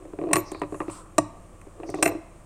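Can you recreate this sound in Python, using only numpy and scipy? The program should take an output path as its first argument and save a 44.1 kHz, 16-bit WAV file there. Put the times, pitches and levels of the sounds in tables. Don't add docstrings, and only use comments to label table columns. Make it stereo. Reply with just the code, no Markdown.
import sys
import numpy as np
from scipy import signal
from scipy.fft import rfft, irfft, next_fast_len
from scipy.io import wavfile

SR = 44100
rng = np.random.default_rng(int(sys.argv[2]) if len(sys.argv) > 2 else 0)


def store_wav(level_fs):
    pcm = np.round(np.clip(np.atleast_2d(level_fs), -1, 1) * 32767)
    wavfile.write(sys.argv[1], SR, pcm.T.astype(np.int16))


N = 108045
T = np.arange(N) / SR
FREE_TAIL_DB, HELD_TAIL_DB = -17.5, -28

# (time [s], thud [dB], clack [dB], click [dB], steel ring [dB],
# rattle length [s], held in the hands [0 or 1], knock pitch [Hz], case pitch [Hz], boom [dB])
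STRIKE_ROWS = [(0.3314, -28, -7.5, -3.5, -26, 0.0052, 0, 504, 1107, -8.5),
               (0.357, -15, -11, -6.5, -32.5, 0.0016, 0, 405, 1108, -18.5),
               (0.3658, -15, -14.5, -15.5, -58, 0.0032, 0, 357, 1105, -16.5),
               (1.1811, -13.5, -7.5, -8.5, -57, 0.0062, 1, 372, 1160, -28),
               (1.1842, -13, -16, -32, -33, 0.0021, 1, 309, 923, -9),
               (2.0256, -11, -11, -5, -21, 0.0076, 0, 600, 734, -23.5),
               (2.0556, -42, -20.5, -18.5, -30, 0.0077, 0, 414, 2090, -46),
               (2.0596, -13.5, -9, -28, -52, 0.0022, 0, 386, 667, -14),
               (2.076, -30, -21, -21, -42, 0.0059, 0, 320, 813, -30)]
COLUMNS = ["time", "thud", "clack", "click", "ring", "length", "held", "knock_hz", "case_hz", "boom"]
STRIKES = [dict(zip(COLUMNS, row)) for row in STRIKE_ROWS]
# (time [s], thud [dB], clack [dB], knock pitch [Hz], case pitch [Hz])
BUMP_ROWS = [(0.023, -36, -56, 376, 1130), (0.052, -29.5, -54, 520, 714), (0.134, -24.5, -46, 393, 716),
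             (0.188, -19, -35.5, 391, 690), (0.214, -19, -38.5, 410, 700), (0.238, -22, -34, 365, 1000),
             (0.2698, -22, -44, 343, 620), (0.288, -35, -35.5, 342, 1130), (0.31, -20, -23, 386, 1044),
             (0.382, -21.5, -28, 367, 1000), (0.518, -22, -33, 374, 1045), (0.547, -26, -27, 384, 1026),
             (0.6166, -16, -16.5, 409, 990), (0.634, -20.5, -26.5, 384, 1120), (0.723, -19, -36, 402, 710),
             (0.744, -25, -28, 370, 1087), (0.8035, -19, -19.5, 353, 1153), (0.816, -23.5, -28, 498, 1050),
             (0.881, -19.5, -36, 337, 750), (0.897, -59, -28.5, 400, 1134), (1.615, -48, -48.5, 394, 1130),
             (1.669, -32.5, -55, 388, 570), (1.800, -28, -44, 432, 1125), (1.833, -30.5, -31, 572, 710),
             (1.891, -19, -34, 396, 697), (1.941, -18.5, -20, 377, 765), (1.954, -29, -37, 406, 980),
             (1.987, -28, -34.5, 310, 714), (2.089, -22.5, -29, 326, 645), (2.119, -31, -31.5, 366, 663),
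             (2.15, -22, -41, 325, 680)]
BUMPS = [dict(zip(["time", "thud", "clack", "knock_hz", "case_hz"], row)) for row in BUMP_ROWS]
THUD_PITCHES = [303, 322, 358, 452, 570, 668]
# (level [dB], time to fade by 60 dB [s])
THUD_FADES = [(-14, 0.31), (-4.5, 0.12), (-7.5, 0.077), (-20, 0.029), (-11, 0.12), (-11.5, 0.082)]
# (pitch [Hz], level [dB], fade time [s])
BOOM_NOTES = [(106.8, -20.5, 0.29), (153.9, -14.5, 0.14), (175.6, -21, 0.17)]
def thuds(rise_s=0.0015):
    hits = [(hit["time"], hit["thud"], hit["knock_hz"]) for hit in STRIKES + BUMPS]
    slab = convolve(taps(hits), ring(np.column_stack([THUD_PITCHES, THUD_FADES]), rise_s))
    knock = contact_notes(hits, fade_s=0.066, rise_s=rise_s)
    hollow = keep_band(slab + knock, "high", hz=250.6, order=4)
    pushes = [(hit["time"], hit["boom"]) for hit in STRIKES]
    pushes += [(hit["time"], hit["thud"] - 4) for hit in BUMPS]
    boom = convolve(taps(pushes), ring(BOOM_NOTES, rise_s=0.0048))
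    return amp(-4) * hollow + boom


CASE_PITCHES = [700, 931, 1066, 1182, 1890, 2413, 2647]
# (level [dB], fade time [s])
CASE_FADES = [(-1.5, 0.034), (-12.5, 0.039), (2, 0.013), (-5.5, 0.063), (-3.5, 0.035), (-6.5, 0.031),
              (-10, 0.038)]
# (pitch [Hz], level [dB])
FREE_CLACK_TONE = [(150, -10), (600, -3.5), (1150, -1.5), (1450, -3), (1900, -3.5), (2700, 0.5),
                   (3300, -37), (4100, -10), (6000, -64.5)]
# (pitch [Hz], level [dB])
HELD_CLACK_TONE = [(150, -51), (450, -9), (670, 12), (800, 0.5), (930, 1), (1190, 8), (1420, -21.5),
                   (2150, -16.5), (2900, -9.5), (3500, -45), (6000, -53)]
# (pitch [Hz], level [dB])
BUMP_TONE = [(150, -33), (600, -1), (1100, 2.5), (1450, -9.5), (1900, -8.5), (2700, -9), (3200, -27.5),
             (4100, -22), (6000, -44), (11000, -73)]
def clacks(rise_s=0.0031, firm_db=-21.5, bump_s=0.0018, spread=0.3):
    hits = [(hit["time"], hit["clack"], hit["case_hz"]) for hit in STRIKES + BUMPS]
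    notes = convolve(taps(hits), ring(np.column_stack([CASE_PITCHES, CASE_FADES]), rise_s))
    notes += amp(7.5) * contact_notes(hits, fade_s=0.045, rise_s=rise_s)
    free, held = strikes("clack", held=False), strikes("clack", held=True)
    soft = [(hit["time"], hit["clack"] - 0.43 * min(hit["clack"] - firm_db, 0), bump_s) for hit in BUMPS]
    rattles = shape_tone(rattle(free, spread, FREE_TAIL_DB), FREE_CLACK_TONE)
    rattles += shape_tone(rattle(held, spread, HELD_TAIL_DB), HELD_CLACK_TONE)
    rattles += shape_tone(rattle(soft, spread, FREE_TAIL_DB), BUMP_TONE)
    return keep_band(amp(-7) * notes + amp(-2) * rattles, "high", hz=258)


# (time [s], level [dB])
GRIT_TICKS = [(0.313, -38), (0.5163, -27), (0.596, -43.5), (0.617, -39), (0.900, -38), (1.613, -44.5),
              (1.9, -34), (1.945, -35.5)]
# (pitch [Hz], level [dB])
FREE_CLICK_TONE = [(1500, -14.5), (3400, -11.5), (4100, -18.5), (4700, -18), (5800, -6), (6600, -8.5),
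                   (8000, 0.5), (9200, 2), (10400, -22), (12000, -18), (14800, -16), (16000, -46)]
# (pitch [Hz], level [dB])
HELD_CLICK_TONE = [(1500, -9), (3500, -20), (4050, -8), (4650, -22), (5200, -9), (6100, -6), (6600, -16),
                   (7250, -1), (8600, -3), (9400, -13), (10600, -21.5), (13500, -24), (15500, -48)]
# (pitch [Hz], level [dB], fade time [s])
STEEL_NOTES = [(5610, -2, 0.035), (8630, -40.5, .035), (7700, -15, 0.11), (9300, -24, 0.038),
               (8850, -14, 0.046), (9140, -0.5, 0.11)]
def clicks(tick_s=0.0044, spread=0.4):
    free, held = strikes("click", held=False), strikes("click", held=True)
    ticks = [(time, db, tick_s) for time, db in GRIT_TICKS]
    crack = shape_tone(rattle(free + ticks, spread, FREE_TAIL_DB), FREE_CLICK_TONE)
    crack += shape_tone(rattle(held, spread, HELD_TAIL_DB), HELD_CLICK_TONE)
    body = convolve(taps([(hit["time"], hit["ring"]) for hit in STRIKES]), ring(STEEL_NOTES))
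    return amp(-5.5) * crack + body


# (time [s], length [s], level [dB])
SHACKLE_BOUNCES = [(0.363, .044, -26), (2.032, .028, -32), (2.062, .034, -29)]
# (pitch [Hz], level [dB], fade time [s])
SHACKLE_NOTES = [(7014, 0, .12), (9120, -4, .15), (9560, -10, .09), (11670, -8, .13), (12050, -13, .1),
                 (13150, 0, .3), (13260, -8, .1), (14520, -15, .06)]
def shackle(stop_s=0.0014):
    out, notes = np.zeros(N), ring(SHACKLE_NOTES, rise_s=0.011)
    for time, length, db in SHACKLE_BOUNCES:
        since_landing = np.maximum(T[:len(notes)] - length, 0)
        add(out, time, amp(db) * notes * np.exp(-since_landing / stop_s))
    return out


# (time [s], level [dB])
ROLL_LEVELS = [(0, -50), (0.18, -49.5), (0.22, -32), (0.32, -28), (0.40, -36.5), (0.45, -47.5), (0.9, -53),
               (1.74, -59.5), (1.81, -38), (1.93, -42), (1.97, -34.5), (2.1, -26.5), (2.18, -39.5),
               (2.21, -57.5)]
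# (pitch [Hz], level [dB])
ROLL_TONE = [(100, -34), (230, -36), (315, 4.5), (400, -4), (500, -10), (690, -10.5), (920, -32),
             (1140, -20), (1450, -50.5), (2700, -43), (9000, -71.5)]
def rolling(roughness=0.63):
    grains = unit(noise(spread=0.035) * np.exp(roughness * rng.standard_normal(N)))
    loudness = amp(np.interp(T, *np.array(ROLL_LEVELS).T))
    return shape_tone(grains * loudness, ROLL_TONE)


# (peak time [s], half length [s], pitch [Hz], width [relative to pitch], level [dB])
SLIDES = [(0.483, 0.027, 5500, 0.19, -47.5), (0.563, 0.072, 4260, 0.18, -53),
          (0.785, 0.081, 8160, 0.32, -53), (0.924, 0.016, 8300, 0.17, -41), (0.948, 0.061, 3630, 1, -51.5),
          (0.95, 0.14, 1127, 0.27, -46.5), (0.967, 0.058, 8250, 0.16, -48), (1.896, 0.026, 5300, 0.26, -49),
          (1.978, 0.053, 4700, 0.53, -52)]
def swishes():
    out = np.zeros((2, N))
    slopes = [(-4, -70), (-2, -30), (-.5, 0), (.5, 0), (2, -30), (4, -70)]  # (offset [widths], [dB])
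    for time, half, hz, width, db in SLIDES:
        band = [(hz * np.exp(offset * width), level) for offset, level in slopes]
        swell = amp(db) * np.exp(-((T - time) / half) ** 2)
        out += swell * shape_tone(noise(spread=1.0), band)
    return out


# (pitch [Hz], level [dB])
LEFT_OVER_RIGHT = [(100, 1), (320, -1), (700, 5), (1200, 4), (2500, 3), (5000, -3), (8500, -2.5),
                   (14000, -1.5)]
def microphone(x, lag_s=0.00024, max_phase_rad=1.75):
    size = next_fast_len(N + SR // 10)
    hz = np.arange(size // 2 + 1) * SR / size
    tilt = amp(level_at(LEFT_OVER_RIGHT, hz) / 2)
    phase = max_phase_rad * np.tanh(2 * np.pi * hz * lag_s / max_phase_rad)
    sides = np.array([tilt, np.exp(-1j * phase) / tilt])
    return irfft(rfft(x, size) * sides, size)[:, :N]


# (pitch [Hz], level [dB])
ECHO_TONE = [(60, 3.5), (110, 8.5), (220, 10), (305, 0), (400, -13.5), (520, -4.5), (900, 9), (1150, 5.5),
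             (1600, 0), (3200, 3), (5000, 8), (9000, -0.5), (10500, -3.5), (15000, -8)]
def room(x, low_fade_s=0.75, high_fade_s=0.29, split_hz=2000, rise_s=0.0068):
    t, white = T[:SR], rng.standard_normal((2, SR))
    low = keep_band(white, "low", split_hz) * fade(t, low_fade_s)
    high = keep_band(white, "high", split_hz) * fade(t, high_fade_s)
    tail = (low - high) * rise(t, rise_s)
    tail /= np.sqrt(np.sum(tail ** 2) / 2)
    middle, side = shape_tone(convolve(x.mean(axis=0), tail), ECHO_TONE)
    return amp(-22) * widen(middle, side, above_hz=90)


# (pitch [Hz], level [dB])
HISS_TONE = [(20, -6.5), (40, -18.5), (62, -11.5), (100, -1.5), (125, -15.5), (170, -8), (250, -17.5),
             (305, -22), (400, -24.5), (520, -14), (670, -16), (900, -23.5), (1150, -18.5), (1500, -30),
             (2700, -33.5), (3500, -40.5), (5000, -43), (8800, -30.5), (10500, -44), (15000, -52.5)]
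def background(hum_hz=38):
    drift = np.cumsum(rng.standard_normal(N)) / np.sqrt(SR)
    hum = np.sqrt(2) * np.sin(2 * np.pi * hum_hz * T + 3 * drift)
    middle, side = shape_tone(rng.standard_normal((2, N)), HISS_TONE)
    return amp(-47.5) * widen(middle, side, above_hz=600) + amp(-52) * hum


def strikes(sound, held):
    return [(hit["time"], hit[sound], hit["length"]) for hit in STRIKES if hit["held"] == held]


def rattle(hits, spread, tail_db, rise_s=0.00039, tail_s=0.018):
    power, t = np.zeros(N), T[:SR // 5]
    for time, db, length in hits:
        fall = np.exp(-(t / length) ** 2) + amp(tail_db) * np.exp(-t / tail_s)
        add(power, time, (amp(db) * rise(t, rise_s) * fall) ** 2)
    return np.sqrt(power) * noise(spread)


def contact_notes(hits, fade_s, rise_s):
    out = np.zeros(N)
    for time, db, hz in hits:
        add(out, time, ring([(hz, db, fade_s)], rise_s))
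    return out


def ring(notes, rise_s=1 / SR):
    t = T[:SR // 2]
    waves = sum(amp(db) * np.sin(2 * np.pi * hz * t) * fade(t, fade_s) for hz, db, fade_s in notes)
    return rise(t, rise_s) * waves


def taps(hits):
    out = np.zeros(N)
    for time, db, *_ in hits:
        add(out, time, amp([db]))
    return out


def noise(spread):
    middle, side = rng.standard_normal((2, N))
    return unit(middle + spread * side * np.array([[1], [-1]]))


def widen(middle, side, above_hz):
    side = keep_band(side, "high", above_hz, order=1)
    return np.array([middle + side, middle - side]) / np.sqrt(2)


def shape_tone(x, tone):
    size = 2 ** 17
    gain = unit(amp(level_at(tone, np.arange(size // 2 + 1) * SR / size)))
    folded = irfft(np.log(gain))
    folded[1:size // 2] *= 2
    folded[size // 2 + 1:] = 0
    return irfft(rfft(x, size) * np.exp(rfft(folded)))[..., :N]


def level_at(tone, hz):
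    pitches, levels = np.array(tone, float).T
    return np.interp(np.log(np.maximum(hz, 1)), np.log(pitches), levels)


def keep_band(x, band, hz, order=2):
    return signal.sosfilt(signal.butter(order, hz, band, fs=SR, output="sos"), x)


def convolve(x, response):
    return signal.fftconvolve(np.atleast_2d(x), np.atleast_2d(response), axes=1)[:, :N]


def add(out, time, x):
    start = int(time * SR)
    out[..., start:start + x.shape[-1]] += x[..., :N - start]


def rise(t, rise_s):
    return 1 - np.exp(-t / rise_s)


def fade(t, fade_s):
    return np.exp(-np.log(1000) * t / fade_s)


def amp(db):
    return 10 ** (np.asarray(db) / 20)


def unit(x):
    return x / np.sqrt(np.mean(x ** 2))


def scene():
    lock = thuds() + clacks() + clicks() + shackle() + rolling()
    return microphone(lock) + room(lock) + swishes() + background()


def record(dry, top_hz=15800):
    top_cut = signal.ellip(8, .2, 80, top_hz, fs=SR, output="sos")
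    return signal.sosfilt(top_cut, np.clip(dry, -1, 1))


dry = scene()
out = record(dry)
store_wav(out)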